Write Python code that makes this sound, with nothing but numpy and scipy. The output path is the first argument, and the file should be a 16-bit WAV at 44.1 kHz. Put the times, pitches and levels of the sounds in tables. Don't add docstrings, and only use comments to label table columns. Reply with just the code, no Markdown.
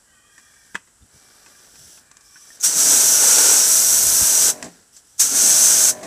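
import sys
import numpy as np
from scipy.fft import rfft, irfft, next_fast_len
from scipy.io import wavfile
from scipy.ndimage import map_coordinates

SR = 44100
rng = np.random.default_rng(int(sys.argv[2]) if len(sys.argv) > 2 else 0)


def wav_out(sig):
    wavfile.write(sys.argv[1], SR, np.round(np.clip(np.atleast_2d(sig).T, -1, 1) * 32767).astype(np.int16))


N = 267246
TIME = np.arange(N) / SR

# (opens [s], closes [s], leak before opening [s], time to open [s],
# first spit [dB], pump level [dB], nozzle pitch [Hz])
SQUEEZES = [(2.626, 4.503, 0.029, 0.021, -11.5, -39, 5832), (5.192, 5.901, 0.014, 0.011, -9.5, -37, 6300)]
# (time [s], spray level [dB], roar [dB],
# mist [dB]); for roar and mist only the distance from the column's average counts
SWEEPS = [
    [(2.8, -13, -22.5, -12), (2.936, -13, -17.5, -11.5), (3.086, -14, -20.5, -8), (3.288, -13, -16.5, -11),
     (3.524, -13, -16, -10.5), (3.768, -14, -25, -7.5), (4.07, -15.5, -21.5, -7.5), (4.16, -14, -23.5, -7),
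     (4.49, -14, -19, -10.5)],
    [(5.38, -13, -23, -12.5), (5.832, -12.5, -23, -11.5), (5.86, -12.5, -26.5, -11)],
]
# (frequency [Hz], level [dB])
CASING = [(40, -21), (110, -4.5), (200, -1.5), (400, -4), (620, 0), (1000, -8), (1250, -13.5), (1700, -5.5),
          (2200, -11.5), (3400, -18.5), (8000, -14), (15000, -32)]

SHUT_T60_S = 0.079
STROKE_HZ, SPIN_UP_S = 48.47, .175
UNLOAD_S, FREE_S = .124, .045


def jet():
    # (frequency [Hz], level [dB])
    hiss_tone = [(100, -63), (500, -31), (1000, -23), (1220, -22), (1480, -15), (1950, -23), (3300, -19),
                 (4800, -13.5), (5400, -7.5), (5750, -2), (6500, -2), (7150, -6), (7550, -2), (7900, -1),
                 (8500, -5.5), (11500, -15), (15300, -19.5)]
    slab_tone = [(40, -20), (130, -19), (290, -3.5), (370, -2.5), (470, 7.5), (590, -5.5), (700, -3.5),
                 (860, 2.5), (1180, -7), (1420, 4), (1900, -8), (3200, -6.5), (6000, -4), (15000, -44)]
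    full_db = sweep(column=1)
    flow = outflow(full_db) * amp(0.64 * wobble(14))
    tearing = amp(0.77 * wobble(600))
    hiss = coloured(tearing * white() + amp(-12.5) * drops(rate=3200, spread_db=8.5), hiss_tone)
    nozzle_hz = latest([row[-1] for row in SQUEEZES]) * (1 + .012 * wobble(20))
    ring_db = -10.5 + 1.3 * swing(column=1) + 2.3 * wobble(18)
    nozzle_ring = amp(ring_db) * noise_band(nozzle_hz, width_hz=520)
    mist = coloured(tearing * white(), [(5000, -41), (9000, 7.5), (13500, 6), (15500, -3.5)])
    mist *= amp(-14 + 2.3 * swing(column=3))
    roar = coloured(white() + amp(2.5) * drops(rate=900, spread_db=8.0), slab_tone)
    roar *= amp(full_db - 22.5 + 1.83 * swing(column=2) + wobble(25.14))
    landing = sum(held(opens, closes, attack=0.028, t60=SHUT_T60_S) for opens, closes, *_ in SQUEEZES)
    direct = flow * (amp(-0.62) * hiss + nozzle_ring + mist) + landing * roar
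    delay_s = .0032 * (1 + 0.0594 * wobble(2.5))
    return direct + 0.23 * np.interp(TIME - delay_s, TIME, direct)


def outflow(full_db):
    spit_hold_s, drain_db_per_s, build_db_per_s, rise_s = 0.0044, 180, 161, 0.0059
    flow = np.zeros(N)
    for opens, closes, leak_s, travel_s, spit_db, *_ in SQUEEZES:
        valve = np.minimum(since(opens) / travel_s, 1) * amp(-60 * since(closes) / SHUT_T60_S)
        stored = amp(spit_db - drain_db_per_s * since(opens + travel_s + spit_hold_s))
        pumped = amp(full_db - build_db_per_s * np.maximum(opens + SPIN_UP_S - TIME, 0))
        leak = amp(-33.5) * held(opens - leak_s, opens, rise_s, SHUT_T60_S)
        dribble = amp(-43) * strike(closes, rise_s, t60=1)
        flow += valve * np.hypot(stored, pumped) + leak + dribble
    return flow


def pump():
    # (multiple of the stroke rate, level [dB])
    overtones = [(3, -9), (4, -10.5), (5, -5), (6, -4.5), (8, -3), (9, -7), (10, -7), (11, -16), (12, -4),
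                 (13, 3.5), (14, -6), (15, -3), (16, -7), (17, -8), (21, -5), (23, -12), (24, -13),
                 (36, -13)]
    strain_db, strain_s = 5.5, 0.47
    speed = latest([stroke_rate(opens, closes) for opens, closes, *_ in SQUEEZES])
    effort = np.zeros(N)
    for opens, closes, *_, pump_db, _ in SQUEEZES:
        working = held(opens + SPIN_UP_S / 2, closes + UNLOAD_S + FREE_S, attack=0.098, t60=0.1)
        effort += amp(pump_db + strain_db * np.exp(-since(opens) / strain_s)) * working
    unsteady = 1 + .0007 * wobble(16)
    phase = 2 * np.pi * np.cumsum(speed * unsteady) / SR
    hum = unit(sum(amp(db + 1.5 * wobble(9)) * np.sin(k * phase + 2 * np.pi * rng.random())
                   for k, db in overtones))
    rattle = coloured(white() * amp(2.5 * np.cos(phase) + 1.1 * np.cos(3 * phase)), CASING)
    speed_gain = np.minimum(speed / STROKE_HZ, 1) ** 10.2
    return effort * speed_gain * (amp(-2.0) * hum + amp(-5.0) * rattle)


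def stroke_rate(opens, closes):
    start_share, surge_hz, surge_s = .4, 3.5, .13
    sag_hz_per_s, free_hz, coast_hz_per_s = 13, 50.5, 140
    to_go = np.maximum(1 - since(opens) / SPIN_UP_S, 0)
    spin_up = 1 - (1 - start_share) * to_go ** 2
    running = (STROKE_HZ + surge_hz * np.exp(-since(opens) / surge_s)) * spin_up
    coasting = np.maximum(free_hz - coast_hz_per_s * since(closes + UNLOAD_S + FREE_S), 0)
    return np.where(TIME < closes + UNLOAD_S, running - sag_hz_per_s * since(closes), coasting)


def jolts():
    # (delay [s], level [dB], boom above that level [dB], t60 [s])
    start_jolts = [(.03, -44, 2.5, 0.43), (.122, -41, 2, 0.69), (.222, -45, 7.5, .6)]
    # (pitch [Hz], width [Hz], level [dB])
    panel_notes = [(165, 52, -4.5), (235, 47, -2), (288, 36, 2.5)]
    blows = []
    for opens, closes, *_, pump_db, _ in SQUEEZES:
        blows += [(opens + delay, db, boom_db, t60) for delay, db, boom_db, t60 in start_jolts]
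        blows += [(closes + UNLOAD_S, pump_db - 1.5, 2.5, 0.38)]
    shake = sum(amp(db) * strike(s, attack=0.0054, t60=t60) for s, db, _, t60 in blows)
    boom = sum(amp(db + boom_db) * strike(s, attack=0.01, t60=t60) for s, db, boom_db, t60 in blows)
    rumble = coloured(white(), [(60, -20), (150, -7.5), (320, -8), (900, -20)])
    return shake * coloured(white(), CASING) + boom * resonant(rumble, panel_notes)


def clicks():
    # (time [s], knock [dB], snap [dB], t60 [s])
    hits = [(.379, -50.5, -48, 0.12), (.539, -54, -55, .04), (0.665, -57.5, -58, .04),
            (0.7458, -33.5, -41, 0.067), (0.753, -23, -32.5, 0.041), (0.874, -56, -60, 0.05),
            (1.176, -62, -53, .05), (1.461, -46.5, -45, 0.061), (1.645, -51, -53, 0.035),
            (1.756, -49, -42.5, .035), (1.976, -48, -54, .04), (2.114, -45, -39, 0.024),
            (2.169, -46, -40, 0.024), (2.208, -57, -47, .04), (2.358, -49.5, -61, 0.09),
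            (4.626, -27, -23, 0.027), (4.642, -64, -38, 0.13), (4.965, -60, -42, 0.11),
            (6.031, -41, -37.5, .2)]
    # (pitch [Hz], width [Hz], level [dB])
    shell_notes = [(255, 87, 0.5), (936, 48, 2), (1105, 98, 2), (1560, 170, 3.5), (2004, 110, 3),
                   (2530, 120, 1.5), (3240, 470, -6.5)]
    # (frequency [Hz], level [dB])
    snap_tone = [(1000, -19), (3000, -15), (4500, -3.5), (5900, 2), (7000, 1), (7900, 4.5), (9000, -7.5),
                 (15000, -29)]
    knock, snap = np.zeros(N), np.zeros(N)
    for s, knock_db, snap_db, t60 in hits:
        fade = strike(s, attack=0.00016, t60=t60) + amp(-23) * strike(s, attack=.005, t60=0.21)
        knock += amp(knock_db) * fade
        snap += amp(snap_db) * fade
    return knock * resonant(white(), shell_notes) + snap * coloured(white(), snap_tone)


def taps_and_groan():
    # (time [s], pitch [Hz], level [dB], t60 [s])
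    notes = [(0.379, 1800, -40, 0.054), (.747, 192, -35, .07), (0.7534, 1680, -12, 0.021),
             (1.023, 3580, -55, 0.045), (1.552, 1600, -47, .06), (2.358, 1520, -41, .07),
             (2.363, 1710, -46, 0.084), (2.504, 1820, -40, .06), (4.66, 176, -43.5, 0.4)]
    return sum(amp(db) * strike(s, attack=0.00025, t60=t60) * np.sin(2 * np.pi * hz * (TIME - s))
               for s, hz, db, t60 in notes)


def seep_and_scuff():
    # (start [s], end [s], first level [dB], rise [dB/s])
    swell_rows = [(.3, 0.768, -59, 5), (1.11, 1.99, -55.5, 5.5), (1.75, 1.96, -56, 0),
                  (2.194, 2.556, -56, 28), (4.92, 4.977, -48.5, 0), (5.04, 5.19, -57, 5)]
    # (frequency [Hz], level [dB])
    hiss_tone = [(1500, -32), (2500, -15), (3200, -5.5), (4300, -10), (5100, 0), (5850, 6.5), (6750, -4.5),
                 (7850, 4), (8750, -6), (9800, 0), (10600, -7.5), (12500, -10), (15000, -16)]
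    swells = np.zeros(N)
    for start, end, db, rise in swell_rows:
        rise_db = rise * np.minimum(since(start), end - start)
        swells += amp(db + rise_db) * held(start, end, attack=0.019, t60=0.21)
    level = np.hypot(amp(-64), swells) * amp(0.58 * wobble(27.17))
    return level * coloured(white() * amp(0.83 * wobble(330)), hiss_tone)


def whistles():
    # (start [s], end [s], first pitch [Hz], last pitch [Hz], level [dB], width [Hz])
    notes = [(.04, 0.2, 1700, 1496, -65, 100), (.05, 0.53, 1170, 1200, -68, 71),
             (.04, 0.71, 1920, 1820, -64.5, 120), (0.11, 0.64, 2550, 2300, -69.5, 160),
             (.05, .55, 2950, 3430, -67.5, 260), (.25, 0.73, 1660, 1600, -63, 180),
             (1.1, 1.65, 2300, 2400, -70, 95), (1.1, 1.65, 1200, 1160, -67.5, 90),
             (1.1, 1.9, 10400, 13700, -68.5, 1600), (2.0, 2.55, 2390, 2330, -69, 170),
             (2.05, 2.55, 1182, 1150, -68.5, 130), (1.05, 2.55, 1600, 1680, -66.5, 400),
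             (2.24, 2.39, 4950, 6250, -56.5, 110), (2.31, 2.53, 5200, 6350, -54.5, 116),
             (2.606, 2.619, 6800, 6270, -29.5, 740)]
    sound = np.zeros(N)
    for start, end, from_hz, to_hz, db, width_hz in notes:
        length = end - start
        glide = np.minimum(since(start) / length, 1) ** .8
        pitch = (from_hz + (to_hz - from_hz) * glide) * (1 + .006 * wobble(23))
        level = amp(db) * held(start, end, attack=0.073 * length, t60=length)
        sound += level * noise_band(pitch, width_hz)
    return sound


def trickle_and_rustle():
    # (start [s], end [s], level [dB])
    rustle_rows = [(1.066, 1.95, -57.5), (2.407, 4.684, -55)]
    # (frequency [Hz], level [dB])
    tone = [(30, -11), (90, -6), (150, -4.5), (400, -0.5), (580, -2), (780, -2), (1000, -7), (1200, -9),
            (1350, -1.5), (1600, -1), (2100, -8), (2400, -13), (2800, -11), (5000, -5), (15000, -38)]
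    rustle = sum(amp(db) * held(start, end, attack=0.079, t60=1) for start, end, db in rustle_rows)
    level = np.hypot(amp(-65.5), rustle) * amp(wobble(22.34))
    return level * coloured(white() + amp(-3.0) * drops(rate=250, spread_db=6), tone)


def air():
    # (frequency [Hz], level [dB])
    yard_tone = [(20, -24), (45, 7), (100, 2.5), (250, -1.5), (520, -14), (1000, -6.5), (1650, -5),
                 (2250, -14), (3100, -11), (4500, -46), (5800, -20), (6700, -3.5), (7850, 2.5), (8700, -3),
                 (11000, -11), (15000, -26)]
    # (time [s], level [dB], half-length [s])
    puff_rows = [(1.035, -53.5, 0.02), (1.156, -55, 0.014), (1.823, -57, .05), (3.452, -59, 0.16),
                 (3.882, -49.5, 0.11), (4.085, -40.5, 0.049), (4.219, -32, 0.012), (4.44, -47.5, 0.044),
                 (5.3, -56, 0.082)]
    puffs = sum(amp(db) * np.exp(-.5 * ((TIME - s) / width) ** 2) for s, db, width in puff_rows)
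    rumble = coloured(white(), [(25, -39), (55, -5.5), (120, -8.5), (250, -15), (900, -40), (4000, -106)])
    return amp(-59) * coloured(white(), yard_tone) + puffs * rumble


def latest(values):
    return np.select([TIME >= row[0] for row in SQUEEZES][::-1], values[::-1], values[0])


def sweep(column):
    tables = [np.transpose(rows) for rows in SWEEPS]
    return latest([np.interp(TIME, table[0], table[column]) for table in tables])


def swing(column):
    return sweep(column) - np.mean([row[column] for rows in SWEEPS for row in rows])


def amp(db):
    return 10 ** (np.asarray(db) / 20)


def unit(x):
    return x / np.sqrt(np.mean(x ** 2) + 1e-20)


def since(s):
    return np.maximum(TIME - s, 0)


def held(start, end, attack, t60):
    return (1 - np.exp(-since(start) / attack)) * np.exp(-np.log(1000) * since(end) / t60)


def strike(s, attack, t60):
    return held(s, s, attack, t60)


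def white():
    return rng.standard_normal(N)


def wobble(rate):
    return map_coordinates(rng.standard_normal(int(N * rate / SR) + 4), [TIME * rate])


def drops(rate, spread_db):
    impacts = (rng.random(N) < rate / SR) * np.sign(white())
    return unit(impacts * amp(spread_db * rng.uniform(-1.2, 1, N)))


def noise_band(hz, width_hz):
    phase = 2 * np.pi * np.cumsum(hz) / SR
    position = np.arange(1, N + 1) * width_hz / SR
    flutter = lambda: map_coordinates(rng.standard_normal(SR), [position], order=2, mode="wrap")
    return unit(flutter() * np.sin(phase) + flutter() * np.cos(phase))


def filtered(x, response):
    size = next_fast_len(N + SR // 2)
    return irfft(rfft(x, size) * response(np.fft.rfftfreq(size, 1 / SR)), size)[..., :N]


def coloured(x, points):
    f, db = np.transpose(points)
    return unit(filtered(x, lambda hz: amp(np.interp(np.log(hz + 1), np.log(f), db))))


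def resonant(x, notes):
    def body(f):
        return sum((-1) ** k * amp(db) * 1j * f * width / (hz * hz - f * f + 1j * f * width)
                   for k, (hz, width, db) in enumerate(notes))
    return unit(filtered(x, body))


def scene():
    washer = jet() + pump() + jolts() + clicks() + taps_and_groan() + seep_and_scuff() + whistles()
    mono = washer + trickle_and_rustle() + air()
    return np.array([mono, mono])


def record(dry):
    ceiling, top_hz = .92, 15330
    rounded = dry / (1 + np.abs(dry / ceiling) ** 8) ** (1 / 8)
    return filtered(rounded, lambda hz: .5 - .5 * np.tanh((hz - top_hz) / 50))


dry = scene()
out = record(dry)
wav_out(out)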